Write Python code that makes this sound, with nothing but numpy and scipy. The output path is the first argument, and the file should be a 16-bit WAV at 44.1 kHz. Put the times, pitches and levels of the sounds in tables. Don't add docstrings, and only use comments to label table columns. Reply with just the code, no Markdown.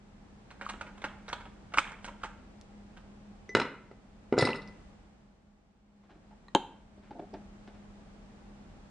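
import sys
import numpy as np
from scipy import signal
from scipy.fft import rfft, irfft
from scipy.io import wavfile
from scipy.ndimage import uniform_filter1d, minimum_filter1d

SR = 44100
rng = np.random.default_rng(int(sys.argv[2]) if len(sys.argv) > 2 else 0)


def bounce(signal):
    frames = np.transpose(np.atleast_2d(signal))
    limited = np.clip(frames, -1, 1)
    pcm = np.round(limited * 32767).astype(np.int16)
    wavfile.write(sys.argv[1], SR, pcm)


N = 392490

# t/s, thud level/dB, thud f/Hz, bottom knock level/dB, ice clack level/dB, brightness/(dB/octave), skid/s
LANDINGS = [(3.55, -22.5, 413, -22.5, -27.5, -1, 0.0023), (3.5688, -32, 437, -31, -43.5, -1.5, 0.005),
            (3.5987, -41, 333, -29.5, -34, -2.5, .003), (3.6155, -44, 333, -33.5, -37, -4, .005),
            (3.652, -50, 400, -39, -64, -4, 0.0043), (3.913, -51.5, 431, -56, -69, -3.5, .003),
            (4.3249, -23.5, 373, -34, -46.5, -5, 0.0037), (4.337, -33.5, 334, -38, -57.5, -5, 0.0045),
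            (4.368, -39, 302, -39, -58, -4.5, 0.0053), (4.3785, -22.5, 416, -34, -42, -1.5, 0.0042),
            (4.393, -30.5, 461, -32, -48.5, -4, 0.0068), (4.4238, -27, 503, -24.5, -31.5, -5.5, 0.0035),
            (4.4277, -30.5, 504, -27, -41, -6.5, .003), (4.452, -31.5, 333, -39, -56, -3.5, 0.008),
            (4.4718, -39.5, 332, -30.5, -34.5, -4.5, 0.0045), (4.4883, -37.5, 400, -34, -40.5, -5, .004),
            (4.5016, -39, 396, -36.5, -45, -5.5, .004), (4.545, -39, 398, -38, -50, -4.5, .006)]
# t/s, ring level/dB, lowest note level/dB, brightness/(dB/octave)
CLINKS = [(4.385, -31, -36, -1.5), (4.4085, -33.5, -29.5, 3.5), (4.4495, -34, -36, 2),
          (4.503, -46.5, -35, -2), (4.555, -50.5, -42.5, 1), (4.617, -57.5, -60, -7), (4.68, -65, -55.5, 0)]
# f/Hz, energy level/dB, t60/s
ICE_MODES = [(2442, -8, 0.0097), (2805, -0.5, .01), (3480, -7, 0.0089), (4120, -3, 0.0096),
             (5390, -7.5, .014), (7060, -17.5, .01), (8700, -16.5, .03)]
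# f/Hz, energy level/dB, t60/s
BOTTOM_MODES = [(544, -3.5, 0.027), (830, -1.5, .016), (1040, -2.5, .018), (1220, -4, .03),
                (1425, 2.5, 0.013), (1685, -1, 0.024), (2060, 3, .022)]
# f/Hz, energy level/dB, t60/s
TABLE_MODES = [(82, -14, .12), (112, -8, .2), (154, -2, .2), (176, -6, .18), (287, -1, .16), (330, -2, .12),
               (402, -1, .14), (492, 0, .14), (532, -6, .12), (755, -8, .1), (898, -9, .12),
               (1238, -12, .16)]
# f/Hz, level struck on wall/dB, level struck on rim/dB, t60/s
GLASS_MODES = [(2080, -16, -12, .06), (3500, -10, -32, .025), (3720, -10, -32, .03), (3860, -5, -30, .07),
               (4020, -7, -32, .05), (4100, -8, -32, .05), (4250, -11, -32, .03), (4400, -8, -23, .08),
               (4600, -13, -32, .04), (4940, -7, -32, .09), (5060, -8, -28, .04), (5190, -8, -24, .05),
               (5330, -9, -34, .04), (5600, -18, -34, .03), (6010, -21, -7, .09), (6950, -23, -42, .04),
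               (7045, -20, -42, .06), (8050, -28, -45, .04), (8480, -24, -45, .06), (8590, -18, -45, .11),
               (8730, -25, -45, .07), (9400, -27, -50, .04), (9883, -24, -50, .09), (10380, -22, -50, .12)]
# t/s, level/dB, brightness/(dB/octave), slip time scale/s
CREAKS = [(.505, -48.5, 1, 0.013), (.612, -37.5, -.5, 0.015), (.689, -36.5, 4, 0.014),
          (.735, -45, -5, 0.013), (.81, -36, -0.5, 0.009), (.648, -47.5, 3, 0.019), (.865, -47.5, 0, 0.022),
          (1.018, -47, 0.5, 0.0085), (1.040, -31.5, 0, 0.012), (1.281, -39, 1, 0.017),
          (1.3287, -31.5, 1, 0.0039), (1.453, -49, -1, 0.013), (1.738, -33.5, 0, 0.0045),
          (1.773, -29, 3, 0.0091), (2.044, -40.5, 5.5, 0.013), (1.875, -48, 2.5, .02),
          (1.917, -48, 3, .008), (1.401, -48.5, 0.5, .016), (.975, -52, 1, .015), (2.078, -41, -1, 0.013),
          (2.233, -34.5, 1, 0.019), (2.964, -51.5, 0.5, 0.017)]
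# f/Hz, energy level/dB, t60/s
TRAY_MODES = [(330, -17, .02), (835, -4, 0.016), (965, 5, 0.018), (1250, -4.5, 0.0067), (1460, 7.5, 0.0088),
              (1650, -6, 0.0065), (2160, -6, 0.025), (2520, 0.5, 0.011), (2700, -6, 0.016),
              (4830, -20, .008)]
# f/Hz, energy level/dB, t60/s
POCKET_MODES = [(311.2, -14, 0.03), (866, -8, 0.027), (1380, -2, 0.009), (1364, -11, 0.056),
                (2107, -3, 0.017), (2450, -3.5, .005), (2700, -5, 0.0046), (3200, -16.5, .01),
                (5100, -17, 0.005), (6360, -17, 0.0069), (7700, -17.5, 0.0039)]
# delay/s, level/dB, f/Hz, cycles to the peak
POCKET_FLICKS = [(0, -18.5, 2396, 1.6), (.001, -19, 1379, 1.4)]
# t/s, plastic flap level/dB, hollow carton level/dB, carton top level/dB
SNAPS = [(6.5496, -24.5, -22, -19.5), (6.5595, -38, -45, -50), (6.564, -52, -41, -31)]
# t/s, hollow body level/dB, panel level/dB, panel f/Hz, rub level/dB, slip time scale/s
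PRESSES = [(6.033, -71.5, -70, 1150, -67.5, 0.016), (6.092, -57, -58, 790, -58.5, 0.025),
           (6.150, -58, -60, 383, -69, .0055), (6.308, -64.5, -57.5, 850, -67, .014),
           (6.971, -57, -58, 602, -71, 0.0093), (7.025, -67, -70, 850, -59, 0.05),
           (7.107, -46, -45.5, 845, -56.5, 0.0034), (7.143, -43.5, -55.5, 615, -67, 0.035),
           (7.193, -40.5, -42.5, 700, -57, 0.0033), (7.217, -47, -49, 680, -68, .015),
           (7.33, -45.5, -55, 416, -67, 0.0051), (7.3396, -43.5, -45.5, 878, -53.5, 0.0021),
           (7.348, -46, -50, 622, -59, .002), (7.675, -50.5, -56, 647, -55, 0.0027),
           (7.73, -59, -62, 800, -60, 0.047)]
# f/Hz, energy level/dB, t60/s
FLAP_MODES = [(1616, 5, 0.019), (2230, 4, 0.012), (2730, -3.5, .01), (3145, 2, .05), (3430, -9, .014),
              (3910, -1, 0.0065), (4700, -15, .005), (5561, -14, .007), (6540, -7.5, 0.0051),
              (7650, -4, 0.0035), (8600, -17, .005), (9900, -20.5, .002)]
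# f/Hz, energy level/dB, t60/s
LATCH_MODES = [(1170, -3, .03), (1900, -1.5, .035), (3970, -3, .014), (4160, -4, .014)]
# f/Hz, energy level/dB, t60/s
CARTON_MODES = [(256, 3, 0.035), (334, 2, 0.04), (402, 3, 0.034), (575, -1, 0.025), (705, -1.5, 0.039),
                (899, -6.5, 0.047)]
# t/s, level/dB, f/Hz, rise/s
TICKS = [(0.664, -36, 1200, 0.0016), (0.7043, -44, 1110, 0.0015), (1.0495, -39, 1290, .0008),
         (1.2921, -55, 5640, .0004), (1.3296, -36.5, 1430, 0.0009), (1.7399, -38, 1190, 0.0019),
         (1.75, -45, 1200, 0.00078), (1.7738, -30.5, 1170, 0.0011), (2.0445, -50, 2900, 0.00059),
         (2.0902, -47.5, 990, 0.002), (2.235, -40.5, 1275, 0.0012), (2.2487, -44, 1000, 0.00097),
         (2.613, -59.5, 4990, .0001), (4.3847, -39, 7000, 0.0022), (4.531, -37.5, 2710, .0012),
         (4.676, -59.5, 5100, 0.0004), (7.339, -63, 5100, .0005)]
# f/Hz, density level/dB
CRACK_SPECTRUM = [(40, -26), (150, -6), (500, -0.5), (1500, 1), (3000, -9.5), (5000, -17), (8000, -17.5),
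                  (10000, -37.5), (12000, -44.5)]
# f/Hz, t60/s
ROOM_DECAY = [(150, 0.56), (400, 0.5), (1000, 0.53), (2500, 0.55), (5000, 0.33), (9000, 0.41)]
# f/Hz, density level/dB
AIR_SPECTRUM = [(15, -29), (26, -5.5), (38, 2), (52, -3), (141, -10), (173, -8), (207, -2.5), (235, -9.5),
                (311, -14), (531, -19), (651, -17), (703, -20.5), (798, -20.5), (954, -23), (8100, -45),
                (11000, -63), (14300, -91), (22000, -120)]
# f/Hz, side minus mid level/dB
AIR_SIDE = [(60, -21), (170, -9.5), (490, -4.5), (1400, 0), (3990, 0.5), (11400, 5.5)]
# t/s, level/dB
BACKGROUND_LEVEL = [(0, -55), (0.8, -51), (3.4, -53), (4.05, -55.5), (4.8, -51), (5.45, -62), (5.85, -64),
                    (6.25, -56.5), (6.9, -56.5), (7.4, -52), (8.9, -51.5)]
# f/Hz, level against the reference/dB, half width at half amplitude/Hz
FRIDGE_HUM = [(204.6, -11.5, 3), (810, -21.5, 36)]

RIM_S, RIM_THUD_DB, RIM_RING_DB, RIM_NOTE_DB = 3.492, -46, -51, -41
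LANDING_RING_DB, LANDING_RING_BRIGHT, LANDING_NOTE_DB = -18, -2, -8
CHATTER_DB, CHATTER_S = -13, 0.028
PUSH_CYCLES, TABLE_RING_DB = 0.54, -5.5
NOTE_HZ, NOTE_FREE_T60_S, NOTE_T60_S = 2005, .28, .19
FLUTTER_PER_S, FLUTTER_DB = 55, 2.5
TOUCH_DB = 3.5
GRATING_DB, GRATING_S, GRATING_DAMPING = -7.5, 0.022, 4.4
WALL_THUD_HZ, CLINK_SKID_S = 420, 0.0019
WALL_THUD_DB, WALL_KNOCK_DB, WALL_CLACK_DB = -4.5, -7.5, -13.5

STRAIN_LEAD_S, STRAIN_DB, STRAIN_S = 0.019, -18, 0.015
SPLINTER_DB = -4.5
CRUMBS_DB, CRUMBS_S = -15, 0.055
POP_S, POP_DB = 1.7843, -21
SCRAPE_AFTER_S, SCRAPE_DB, SCRAPE_BRIGHT, SCRAPE_S = 0.0039, -30.5, 4.9, 0.0061
RATTLE_AFTER_S, RATTLE_DB, RATTLE_S = 0.048, -39, .055

LATCH_S, LATCH_DB = 6.483, -53.5
PUFF_DB, PUFF_HZ = -3, 265
LID_AFTER_S, LID_HZ, LID_CYCLES = 0.00054, 884, 1.87
PANEL_T60_S, RUB_S = 0.042, 0.0046
SPRING_AFTER_S, SPRING_DB, SPRING_SLIP_S, SPRING_PANEL_DB = .017, -8.5, 0.0089, -4.5
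EDGE_HZ = 11800


def jar():
    out = np.zeros(N)
    rim_thud = amp(RIM_THUD_DB) * push(WALL_THUD_HZ, cycles=1.5)
    rim_ring = amp(RIM_RING_DB) * glass(bright=-1, skid_s=.0005, rim=True)
    add(out, RIM_S, together(rim_thud, rim_ring, amp(RIM_NOTE_DB) * note(NOTE_FREE_T60_S)))
    for s, thud_db, thud_hz, knock_db, clack_db, bright, skid_s in LANDINGS:
        add(out, s, contact(thud_db, thud_hz, knock_db, clack_db, bright, skid_s))
        wall = amp(LANDING_RING_DB) * glass(LANDING_RING_BRIGHT, skid_s=0.0023)
        add(out, s, amp(clack_db) * together(wall, amp(LANDING_NOTE_DB) * note(NOTE_T60_S)))
    for s, db, note_db, bright in CLINKS:
        grating = amp(GRATING_DB) * glass(bright, GRATING_S, damping=GRATING_DAMPING)
        knock = contact(db + WALL_THUD_DB, WALL_THUD_HZ, db + WALL_KNOCK_DB, db + WALL_CLACK_DB,
                        bright=-1, skid_s=.007)
        wall = amp(db) * together(glass(bright, CLINK_SKID_S), grating)
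        add(out, s, together(wall, knock, amp(note_db) * note(NOTE_T60_S)))
    return kitchen(out, wet_db=-10.0, early_db=-12.5)


def contact(thud_db, thud_hz, knock_db, clack_db, bright, skid_s):
    thud = together(push(thud_hz, PUSH_CYCLES), amp(TABLE_RING_DB) * ring(TABLE_MODES, scatter=0.0025))

    def bottom_and_ice(scatter):
        bottom = amp(knock_db) * body(BOTTOM_MODES, crack_db=-2, scatter=scatter)
        ice = amp(clack_db) * body(ICE_MODES, crack_db=-3.5, scatter=scatter)
        return bottom, ice

    blow = [np.linalg.norm(part) * strike(part, bright, skid_s, clean_s=.0015)
            for part in bottom_and_ice(scatter=0.034)]
    chatter = [np.linalg.norm(part) * strike(part, bright, CHATTER_S, grain_db=6.5)
               for part in bottom_and_ice(scatter=.09)]
    return together(amp(thud_db) * thud, sum(blow), amp(CHATTER_DB) * sum(chatter))


def glass(bright, skid_s, rim=False, damping=0.98):
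    modes = []
    for hz, on_wall, on_rim, t60 in GLASS_MODES:
        level_db = (on_rim if rim else on_wall) + TOUCH_DB * rng.uniform(-1, 1)
        modes.append((hz, level_db, t60 / damping))
    response = ring(modes, scatter=.004 * damping)
    return strike(response, bright, skid_s, grain_db=6, high_hz=10000, clean_s=.0015)


def note(t60):
    tone = ring([(NOTE_HZ, 0, t60)], scatter=.001)
    steps = np.arange(len(tone)) / SR * FLUTTER_PER_S
    flutter = np.interp(steps, np.arange(64), rng.standard_normal(64))
    return unit(tone * amp(FLUTTER_DB * flutter))


def tray():
    out, pops = np.zeros((2, N))
    for s, db, bright, slip_s in CREAKS:
        add(out, s - STRAIN_LEAD_S, creak(db, bright, slip_s))
    pocket = body(POCKET_MODES, crack_db=-11.5, scatter=0.0054)
    add(pops, POP_S, amp(POP_DB) * strike(pocket, 0, slip_s=0.0013, clean_s=.001))
    for after_s, db, hz, cycles in POCKET_FLICKS:
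        add(pops, POP_S + after_s, amp(db) * push(hz, cycles))
    add(out, POP_S + SCRAPE_AFTER_S - STRAIN_LEAD_S, creak(SCRAPE_DB, SCRAPE_BRIGHT, SCRAPE_S))
    rattle = crumbs(RATTLE_S, low_hz=965, high_hz=3198, count=24)
    add(out, POP_S + RATTLE_AFTER_S, amp(RATTLE_DB) * rattle)
    creaks_heard = kitchen(out, wet_db=-10.5, early_db=-12.5, lag_size=3)
    pops_heard = kitchen(pops, wet_db=-23, early_db=-21.5, lag_size=2)
    return (creaks_heard + pops_heard) * amp([[-1.1], [1.1]])


def creak(db, bright, slip_s):
    plastic = body(TRAY_MODES, crack_db=2, scatter=0.058)
    splinters = amp(SPLINTER_DB) * crumbs(.5 * slip_s, low_hz=900, high_hz=4020, t60=0.0043, count=6)
    crack = strike(plastic, bright, slip_s, grain_db=6, clean_s=0.0012)
    slip = together(crack, splinters, amp(CRUMBS_DB) * crumbs(CRUMBS_S, count=14))
    strain = amp(STRAIN_DB) * strike(plastic, bright, STRAIN_S, grain_db=4.0)
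    lead = round(STRAIN_LEAD_S * SR)
    return amp(db) * unit(together(strain, np.pad(slip, (lead, 0))))


def crumbs(die_s, low_hz=850, high_hz=3400, t60=0.013, spread_db=4, count=22):
    out, t = np.zeros(SR // 2), np.arange(1024) / SR
    for when, pitch, size in rng.random((count, 3)):
        hz = low_hz * (high_hz / low_hz) ** pitch
        tap = unit(np.sin(2 * np.pi * hz * t) * np.exp(-np.log(1000) * t / t60))
        level = amp(spread_db * 2 * size) * np.exp(-2 * when) * np.sqrt(low_hz / hz)
        add(out, 3 * when * die_s, level * tap)
    return unit(out)


def carton():
    out, plastic = np.zeros((2, N))
    latch = body(LATCH_MODES, crack_db=-9, scatter=.005)
    add(out, LATCH_S, amp(LATCH_DB) * strike(latch, 0, slip_s=0.0018))
    for s, flap_db, body_db, lid_db in SNAPS:
        flap = strike(body(FLAP_MODES, crack_db=-5, scatter=.002), 0, slip_s=.0004,
                      grain_db=0, high_hz=9960, clean_s=0.00051)
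        add(plastic, s, amp(flap_db) * flap)
        box = amp(-3) * strike(ring(CARTON_MODES, scatter=0.03), 0, slip_s=.002)
        hollow = amp(body_db) * together(box, amp(PUFF_DB) * push(PUFF_HZ, cycles=.9))
        add(out, s + LID_AFTER_S, together(hollow, amp(lid_db) * push(LID_HZ, LID_CYCLES)))
    for s, body_db, panel_db, panel_hz, rub_db, slip_s in PRESSES:
        add(out, s, press(body_db, panel_db, panel_hz, rub_db, slip_s))
        spring = press(body_db, panel_db + SPRING_PANEL_DB, panel_hz, rub_db, SPRING_SLIP_S)
        add(out, s + SPRING_AFTER_S, amp(SPRING_DB) * spring)
    return kitchen(out, wet_db=-17.5, early_db=-12) + kitchen(plastic, wet_db=-16, early_db=-15.5)


def press(body_db, panel_db, panel_hz, rub_db, slip_s):
    hollow = strike(ring(CARTON_MODES, scatter=0.022), -1, slip_s, high_hz=980, clean_s=0.0023)
    panel = strike(ring([(panel_hz, 0, PANEL_T60_S)]), 0, slip_s, high_hz=950, clean_s=0.0021)
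    rub = strike(bare_crack(), 0.4, slip_s + RUB_S, high_hz=5460, clean_s=.0005)
    return together(amp(body_db) * hollow, amp(panel_db) * panel, amp(rub_db) * rub)


def ticks():
    out = np.zeros(N)
    for s, db, hz, rise_s in TICKS:
        add(out, s, amp(db) * push(hz, hz * rise_s))
    return kitchen(out, wet_db=-15.0, early_db=-12.5, lag_size=1)


def background():
    hz, t = np.fft.rfftfreq(N, 1 / SR), np.arange(N) / SR
    mid, side, motor = rfft(rng.standard_normal((3, N)))
    side = side * amp(read(AIR_SIDE, hz))
    left_right = np.array([mid + side, mid - side])
    air = np.sqrt(2 * N) * unit(irfft(left_right * amp(read(AIR_SPECTRUM, hz)), N))
    hum = np.zeros(N)
    for f, db, width in FRIDGE_HUM:
        band = irfft(motor / (1 + ((hz - f) / width) ** 2), N)
        hum += amp(db) * np.sqrt(N) * unit(band)
    hum += amp(-5.5) * np.sin(2 * np.pi * FRIDGE_HUM[0][0] * t)
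    level_db = np.interp(t, *np.transpose(BACKGROUND_LEVEL))
    return amp(level_db) * (amp(-1.5) * air + hum)


def kitchen(x, wet_db, early_db, lag_size=0):
    slots = np.arange(160, SR - 40, 12)
    at = slots + rng.integers(0, 12, len(slots))
    sign, taps = rng.choice([-1., 1.], len(at)), np.zeros((2, SR))
    taps[0, at] = sign
    taps[1, at + rng.integers(-3, 4, len(at))] = sign
    hz, t, z = signal.stft(taps, SR, nperseg=256)
    decay = np.exp(-np.log(1000) * t / read(ROOM_DECAY, hz)[:, None])
    tail = signal.istft(z * decay, SR, nperseg=256)[1][:, :SR]
    t = np.arange(SR) / SR
    tail *= 1 - np.exp(-t / 0.0098)
    early = taps * np.exp(-t / 0.0081)
    paths = np.sqrt(2) * (amp(wet_db) * unit(tail) + amp(early_db) * unit(early))
    paths[0, lag_size] += 1
    paths[1, 0] += 1
    return signal.fftconvolve(x[None], paths, axes=1)[:, :N]


def strike(response, bright, slip_s, grain_db=4, low_hz=150, high_hz=9500, clean_s=0.002, size=8192):
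    t = np.arange(size) / SR
    slips = rng.standard_normal(size) * amp(grain_db * np.minimum(rng.exponential(1, size), 5))
    share = slip_s ** 2 / (slip_s ** 2 + clean_s ** 2)
    force = np.sqrt(share) * unit(slips * np.sqrt(t) * np.exp(-1.5 * t / slip_s))
    force[0] += np.sqrt(1 - share)

    def colour_db(hz):
        tilt = bright * np.log2(np.clip(hz, 120, 9000) / 1000)
        return tilt - 10 * np.log10(1 + (low_hz / (hz + 10)) ** 4 + (hz / high_hz) ** 12)

    coloured = signal.fftconvolve(force, causal(colour_db))
    return unit(signal.fftconvolve(coloured, response))


def push(hz, cycles):
    turns = hz * np.arange(2048) / SR
    u = turns / cycles
    return unit(np.sin(2 * np.pi * turns) * u ** 2 * np.exp(-2 * u))


def body(modes, crack_db, scatter):
    sound, crack = ring(modes, scatter), bare_crack()
    return unit(together(sound, amp(crack_db) * crack))


def bare_crack():
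    return causal(lambda hz: read(CRACK_SPECTRUM, hz))


def ring(modes, scatter=0.):
    t = np.arange(SR // 2) / SR
    total = np.zeros(len(t))
    for k, (hz, db, t60) in enumerate(modes):
        shifted_hz = hz * (1 + scatter * rng.uniform(-1.2, 1))
        tone = np.sin(2 * np.pi * shifted_hz * t) * np.exp(-np.log(1000) * t / t60)
        total += (-1) ** k * amp(db) * unit(tone)
    return unit(total)


def causal(db_at, size=4096):
    log_gain = np.log(amp(db_at(abs(np.fft.fftfreq(size, 1 / SR)))))
    spectrum = np.exp(np.conj(signal.hilbert(log_gain)))
    return unit(np.fft.ifft(spectrum).real[:size // 2])


def together(*sounds):
    size = max(map(len, sounds))
    return sum(np.pad(sound, (0, size - len(sound))) for sound in sounds)


def add(mix, s, sound):
    part = mix[round(s * SR):][:len(sound)]
    part += sound[:len(part)] * np.sqrt(SR / 100)


def read(points, hz):
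    f, value = np.transpose(points)
    return np.interp(np.log(hz + 1), np.log(f + 1), value)


def unit(x):
    return x / np.sqrt(np.sum(x ** 2) + 1e-20)


def amp(db):
    return 10 ** (np.asarray(db) / 20)


def limit(x, ceiling_db=-6):
    gain = np.minimum(1, amp(ceiling_db) / (abs(x).max(axis=0) + 1e-9))
    return x * uniform_filter1d(minimum_filter1d(gain, size=65), size=65)


def scene():
    return tray() + jar() + ticks() + carton() + background()


def record(dry):
    low_pass = signal.firwin(255, EDGE_HZ, window=("kaiser", 8), fs=SR)
    return signal.oaconvolve(limit(dry), low_pass[None], "same")


dry = scene()
out = record(dry)
bounce(out)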